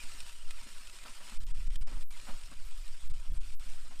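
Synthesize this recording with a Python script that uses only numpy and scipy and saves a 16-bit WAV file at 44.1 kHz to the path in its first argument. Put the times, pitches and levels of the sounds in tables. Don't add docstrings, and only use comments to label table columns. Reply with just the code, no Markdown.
import sys
import numpy as np
from scipy import signal
from scipy.fft import rfft, irfft, next_fast_len
from scipy.io import wavfile
from scipy.ndimage import uniform_filter1d, map_coordinates

SR = 44100
rng = np.random.default_rng(int(sys.argv[2]) if len(sys.argv) > 2 else 0)


def voltage_ratio(level):
    return 10 ** (np.asarray(level, float) / 20)


def unload_wav(signal):
    wavfile.write(
        sys.argv[1],
        SR,
        np.round(np.clip(np.atleast_2d(signal).T, -1, 1) * 32767).astype(np.int16),
    )


N = 176400
FULL_SCALE = 0.086


def unit(x):
    return x / np.sqrt(np.mean(x ** 2) + 1e-20)


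def noise():
    return rng.standard_normal(N)


def along(points, hz):
    f, v = np.transpose(points)
    return np.interp(np.log(hz + 0.045), np.log(f + 0.081), v)


def curve(rows):
    return np.interp(np.arange(N) / SR, *np.transpose(rows))


def wobble(rate):
    return map_coordinates(rng.standard_normal(400), [np.arange(N) * rate / SR])


def smeared(x, bins, frames):
    return uniform_filter1d(uniform_filter1d(x, size=bins, axis=0), size=frames, axis=1)


def filtered(x, response):
    m = next_fast_len(N + SR)
    return irfft(rfft(x, m) * response(np.fft.rfftfreq(m, 1 / SR)), m)[..., :N]


def coloured(x, response):
    gain = np.abs(response(np.linspace(1, SR / 2, num=20000)))
    return filtered(x, response) / np.sqrt(np.mean(gain ** 2))


def ringing(modes):
    def response(f):
        total = 0
        for k, (c, w, db) in enumerate(modes):
            total = total + (-1) ** k * voltage_ratio(db) * 1j * f * w / (c * c - f * f + 1j * f * w)
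        return total
    return response


def bursts(events, t60, rise):
    out, t = np.zeros(N + SR), np.arange(SR // 5) / SR
    for s, db in events:
        shape = voltage_ratio(db - 60 * t / t60) * (1 - np.exp(-t / rise))
        out[round(s * SR):][:len(t)] += shape * rng.standard_normal(len(t))
    return out[:N]


# (time [s], level [dB])
WIND = [(0.0, -36.5), (0.07, -23), (0.34, -48), (0.43, -23.5), (0.96, -41), (1.5, -40.5), (1.99, -27.5),
        (2.16, -32.5), (2.36, -28.5), (2.41, -63), (2.61, -22), (2.77, -29.5), (3.13, -46), (3.22, -26),
        (3.27, -27), (4.0, -24)]
# (frequency [Hz], level [dB per Hz])
BUFFET = [(1, 5.5), (5, -9), (10, -2.5), (25, -5), (45, -26), (80, -95), (150, -79), (400, -63.5)]


def buffeting():
    slow = unit(filtered(noise(), lambda f: voltage_ratio(along(BUFFET, f))))
    free = voltage_ratio(curve(WIND)) * slow
    return 0.8 * FULL_SCALE * np.tanh(free / (1.17 * FULL_SCALE))


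# (time [s], level [dB])
GUSTS = [(0.0, -60.5), (0.3, -57.5), (0.55, -60), (.9, -63), (1.3, -70), (1.42, -41), (1.7, -44.5),
         (1.83, -50.5), (1.97, -44.5), (2.06, -56), (2.3, -62.5), (2.45, -54.5), (3.0, -62.5), (3.12, -40),
         (3.24, -58), (3.33, -45), (3.5, -49.5), (3.75, -56.5)]
EDDY_HZ, EDDY_DB = 33.3, 2.5
FLUTTER_DB = -19.5


def turbulence():
    def rumble(f):
        band = 1j * f * EDDY_HZ / (EDDY_HZ + 1j * f) ** 2
        return band / (1 + (f / (1.53 * EDDY_HZ)) ** 3)

    flutter = ringing([(120, 123, 0)])
    eddies = unit(filtered(noise(), rumble))
    eddies = eddies + voltage_ratio(FLUTTER_DB) * unit(filtered(noise(), lambda f: flutter(f) ** 2))
    return voltage_ratio(curve(GUSTS) + EDDY_DB + 2 * wobble(9)) * eddies


DROOP_S = 0.078


def pinned(s, length, pressure):
    return pressure * np.exp(-np.clip(np.arange(N) / SR - s, 0, length) / DROOP_S)


def hits_hard(s, length, pressure):
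    return length > 0 and not -FULL_SCALE < pressure < 0


# (time [s], length [s], pressure [1])
SURGES = [(1.376, .027, .092), (1.4385, .0265, .055), (1.5197, .0236, -.15), (1.6817, .0196, -.15),
          (1.766, .045, .098), (1.8328, .0354, -.16), (2.031, .074, -.082), (3.0795, .0185, .075),
          (3.1184, .0173, -.15), (3.286, .012, .082), (3.322, .012, .064), (3.3813, .0225, -.15),
          (3.549, .047, -.076)]
# (time [s], pressure [1])
SWELLS = [(.069, .036), (.137, -.015), (.217, .026), (.285, -.015), (.316, .002), (.351, -.019),
          (.423, .026), (.477, -.068), (.571, .03), (.65, -.011), (.727, .012), (.77, -.024), (1.21, .016),
          (1.259, -.01), (1.42, .014), (1.483, -.02), (1.495, .01), (1.589, .064), (1.61, .012),
          (1.625, .04), (1.642, -.005), (1.662, .056), (1.721, .01), (1.741, -.034), (1.827, -.078),
          (1.921, .024), (1.942, -.018), (1.962, .08), (1.971, .05), (1.98, .062), (2.173, .036),
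          (2.219, -.007), (2.334, .064), (2.367, -.028), (2.434, .021), (2.45, -.012), (2.544, -.011),
          (2.607, .049), (2.723, -.053), (2.901, .056), (2.942, -.039), (3.03, .012), (3.056, .08),
          (3.178, .028), (3.192, -.008), (3.211, .038), (3.245, -.016), (3.311, -.01), (3.345, -.008),
          (3.365, -.004), (3.427, -.014), (3.44, -.03), (3.493, .03), (3.62, .022), (3.713, .069),
          (3.775, -.05), (3.862, .036), (3.929, -.027), (4, .038)]
SWELL_S, SURGE_RISE_S = 0.0653, 0.05
SURGE_FALL_S, EASE_S = 0.0199, 0.031


def wind():
    free, eddies, t = buffeting(), turbulence(), np.arange(N) / SR
    pushes = sorted(SURGES + [(s, 0, pressure) for s, pressure in SWELLS])
    start, end = np.transpose([(s, s + length) for s, length, _ in pushes])
    gaps = np.r_[1, start[1:] - end[:-1], 1]
    pull, goal, calm = np.zeros(N), np.zeros(N), np.ones(N)
    for k, (s, length, pressure) in enumerate(pushes):
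        snaps = length > 0 and abs(pressure) < 1.3 * FULL_SCALE
        rise_s = fall_s = SWELL_S
        if length:
            rise_s, fall_s = SURGE_RISE_S, SURGE_FALL_S if snaps else EASE_S
        rise = np.clip((s - t) / min(rise_s, gaps[k]), 0, 1)
        fall = np.clip((t - s - length) / min(fall_s, gaps[k + 1]), 0, 1)
        slams = k + 1 < len(pushes) and hits_hard(*pushes[k + 1]) and not length
        approach = (1 - rise ** (1 if hits_hard(s, length, pressure) else 2)) ** 2
        release = (1 - fall ** (1 if snaps else 2)) ** (1 if slams else 2)
        near = approach * release
        pull += near
        calm *= 1 - near * (length > 0)
        goal += near * np.clip(pinned(s, length, pressure), -FULL_SCALE, FULL_SCALE)
    return free * np.clip(1 - pull, 0, 1) + eddies * calm + goal / np.maximum(pull, 1)


# (time [s], peak [dB], clatter over the thud [dB])
BUMPS = [(0.141, -53, -28), (0.254, -80, -16), (0.516, -71, 9), (0.616, -60, -22), (0.656, -48.5, -5),
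         (0.693, -58.5, -25), (1.048, -50.5, 8), (1.078, -51.5, 0), (1.2, -57, 9.5), (1.272, -77, -6),
         (1.314, -46.5, -1.5), (1.867, -55, 8.5), (1.888, -52, -2), (1.912, -41.5, -3.5),
         (1.959, -46.5, -4.5), (2.225, -56, -10), (2.265, -57, 13), (2.281, -42.5, 2.5),
         (2.307, -52.5, -12), (2.322, -51, 0.5), (2.51, -46, -3), (2.995, -69, 0), (3.245, -62, 5.5),
         (3.321, -73, -23), (3.445, -68, -24), (3.629, -63, 0), (3.653, -55, -5), (3.722, -68, 1),
         (3.846, -54.5, 1.5), (3.905, -49.5, 2.5)]
# (time [s], peak [dB])
KNOCKS = [(0.029, -56), (0.29, -78), (0.398, -80), (0.551, -68), (0.748, -67), (0.798, -69), (0.939, -65),
          (1.15, -71), (1.251, -72), (1.647, -69), (1.99, -56), (2.118, -59), (2.401, -69), (2.478, -60),
          (2.58, -71), (2.836, -86), (2.998, -78), (3.21, -68), (3.724, -62), (3.777, -72), (3.89, -56),
          (3.944, -59)]
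# (frequency [Hz], width [Hz], level [dB])
LOAD = [
    (183.2, 41, -1.5),
    (247, 90, -3),
]
# (frequency [Hz], width [Hz], level [dB])
CLATTER = [
    (607, 150, -2.5),
    (1005, 210, 0),
    (1280, 430, -2.5),
    (2650, 1500, -12.5),
]
BUMP_T60_S, BUMP_RISE_S, BUMP_DB, KNOCK_DB = 0.057, 0.012, 5.5, 6
CLATTER_T60_S, CLATTER_RISE_S, CLATTER_DB = 0.12, 0.013, 0.5


def bumps():
    chatter = voltage_ratio(curve(DRAG) - 22 + 3 * np.tanh(wobble(26))) * noise()
    thuds = voltage_ratio(BUMP_DB) * bursts([(s, db) for s, db, _ in BUMPS], BUMP_T60_S, BUMP_RISE_S)
    knocks = voltage_ratio(KNOCK_DB) * bursts(KNOCKS, BUMP_T60_S, BUMP_RISE_S)
    clanks = [(s, db + over_db) for s, db, over_db in BUMPS]
    clatter = voltage_ratio(CLATTER_DB) * bursts(clanks, CLATTER_T60_S, CLATTER_RISE_S)
    body = ringing(LOAD)
    dull = coloured(thuds + knocks + chatter, lambda f: body(f) / (1 + 1j * f / 450))
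    return dull + coloured(clatter, ringing(CLATTER))


GRAIN_S, GRAIN_SPREAD_DB, GRAINS_DB, PING_DB = 0.0016, -4.5, -5.5, 3.5


def friction():
    z = signal.stft(noise(), nperseg=512)[2]
    field = unit(smeared(rng.standard_normal(z.shape), 4, 6))
    pings = unit(smeared(rng.standard_normal(z.shape), 2, 4))
    hiss = unit(signal.istft(z * voltage_ratio(field + PING_DB * pings), nperseg=512)[1][:N])
    struck = rng.random(N) < 500 / SR
    grains = struck * voltage_ratio(GRAIN_SPREAD_DB * np.minimum(rng.exponential(size=N), 2.5))
    grains = signal.lfilter([1], [1, -np.exp(-1 / (GRAIN_S * SR))], grains) * noise()
    unsteady_db = 0.51 * wobble(7.2) + 0.72 * wobble(29.61) + 0.69 * wobble(80)
    return unit(hiss + voltage_ratio(GRAINS_DB) * unit(grains)) * voltage_ratio(unsteady_db)


# (time [s], peak [dB])
TICKS = [(0.1168, -35.5), (0.2033, -25), (0.2639, -36), (0.294, -31.5), (0.5077, -24.5), (0.8714, -32),
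         (0.897, -32), (0.9868, -32.5), (1.0804, -31), (1.1129, -52), (1.2959, -28.5), (1.7567, -25.5),
         (2.1245, -40), (2.171, -33.5), (2.198, -33.5), (2.289, -35), (2.4344, -33), (2.8784, -34)]
TICK_T60_S, TICK_RISE_S, TICK_DB = 0.025, 0.00046, -15.5


def stones():
    runner = ringing([(2800, 1100, 0)])
    snaps = bursts(TICKS, TICK_T60_S, TICK_RISE_S)
    return voltage_ratio(TICK_DB) * filtered(snaps, lambda f: 1.03 + runner(f))


# (time [s], level [dB])
DRAG = [(0, -51), (.3, -54.5), (.42, -57), (.7, -52.5), (.95, -55.5), (1.3, -52), (1.45, -58.5),
        (1.65, -58), (1.9, -56), (2.1, -55.5), (2.3, -55), (2.6, -58), (2.8, -59), (3.0, -56), (3.3, -60),
        (3.6, -56.5), (3.9, -57.5), (4, -58.5)]
# (frequency [Hz], level [dB per Hz])
GRIT = [(180, -23), (300, -10.5), (410, -11.5), (934, -6), (2430, 3.5), (5090, 0.5), (6300, -3.5),
        (7940, -6), (15300, -22.5)]
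# (frequency [Hz], width [Hz], level [dB])
STEEL = [(355, 5.8, 18), (590, 107, 9.5), (952, 31, 16), (1325, 158, 7.5), (2433, 43, 0), (3120, 530, -10),
         (4950, 230, -9.5), (8550, 990, 12.5), (9340, 450, 15), (14600, 4600, 10.5)]
STEEL_DB = -4.5
NOTCH_HZ, NOTCH_WIDTH_HZ, NOTCH_DEPTH = 6200, 170, 0.62


def scrape():
    steel = ringing(STEEL)

    def sled(f):
        grit = voltage_ratio(np.where(f < 250, -120, along(GRIT, f)))
        port = 1 - NOTCH_DEPTH / (1 + ((f - NOTCH_HZ) / NOTCH_WIDTH_HZ) ** 2)
        return grit * (1 + voltage_ratio(STEEL_DB) * np.abs(steel(f))) * port

    return coloured(friction() * voltage_ratio(curve(DRAG)) + stones(), sled)


def scene():
    return (scrape() + bumps() + wind())[None]


GATE_DB, GATE_FROM_HZ = -76, 5500


def gated(x):
    hz, _, z = signal.stft(x, SR, nperseg=1024)
    unsteady_db = 3.9 * unit(smeared(rng.standard_normal(z.shape), 4, 8))
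    limit = voltage_ratio(GATE_DB + unsteady_db) ** 2 * 1.8 / 1024
    keep = (smeared(np.abs(z) ** 2, 4, 8) > limit) | (hz < GATE_FROM_HZ)[:, None]
    return signal.istft(z * keep, SR, nperseg=1024)[1][:N]


CLOSE_S = 0.0035
PINNED_HISS_DB, PINNED_WIDTH_HZ, LEAK_DB = -65.5, 1940, -83


def dropouts(out):
    t = np.arange(N) / SR
    for s, length, pressure in SURGES:
        hz, hiss_db, leak_db = (14700, 0, 8) if pressure > 0 else (12900, -0.5, 0)
        hiss = coloured(noise(), lambda f: 1 / (1 + ((f - hz) / PINNED_WIDTH_HZ) ** 2))
        sag = pinned(s, length, pressure)
        left = (out - np.clip(sag, -FULL_SCALE, FULL_SCALE)) * np.exp(-np.abs(t - s) / CLOSE_S)
        held = sag + left + voltage_ratio(PINNED_HISS_DB + hiss_db) * hiss
        held = held + voltage_ratio(LEAK_DB + leak_db) * noise()
        out = np.where((t >= s) & (t < s + length), held, out)
    return out


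FLOOR_DB, ROLL_OFF_HZ, TOP_HZ = -91, 15300, 15500


def band_limit(x):
    return signal.sosfilt(signal.butter(12, 15480, fs=SR, output="sos"), x)


def record(dry):
    out = dry[0] + voltage_ratio(FLOOR_DB) * noise()
    out = gated(filtered(out, lambda f: 1 / (1 + (f / ROLL_OFF_HZ) ** 12)))
    out = np.clip(dropouts(out), -FULL_SCALE, FULL_SCALE)
    out = filtered(out, lambda f: f < TOP_HZ)
    return band_limit(out[None])


dry = scene()
out = record(dry)
unload_wav(out)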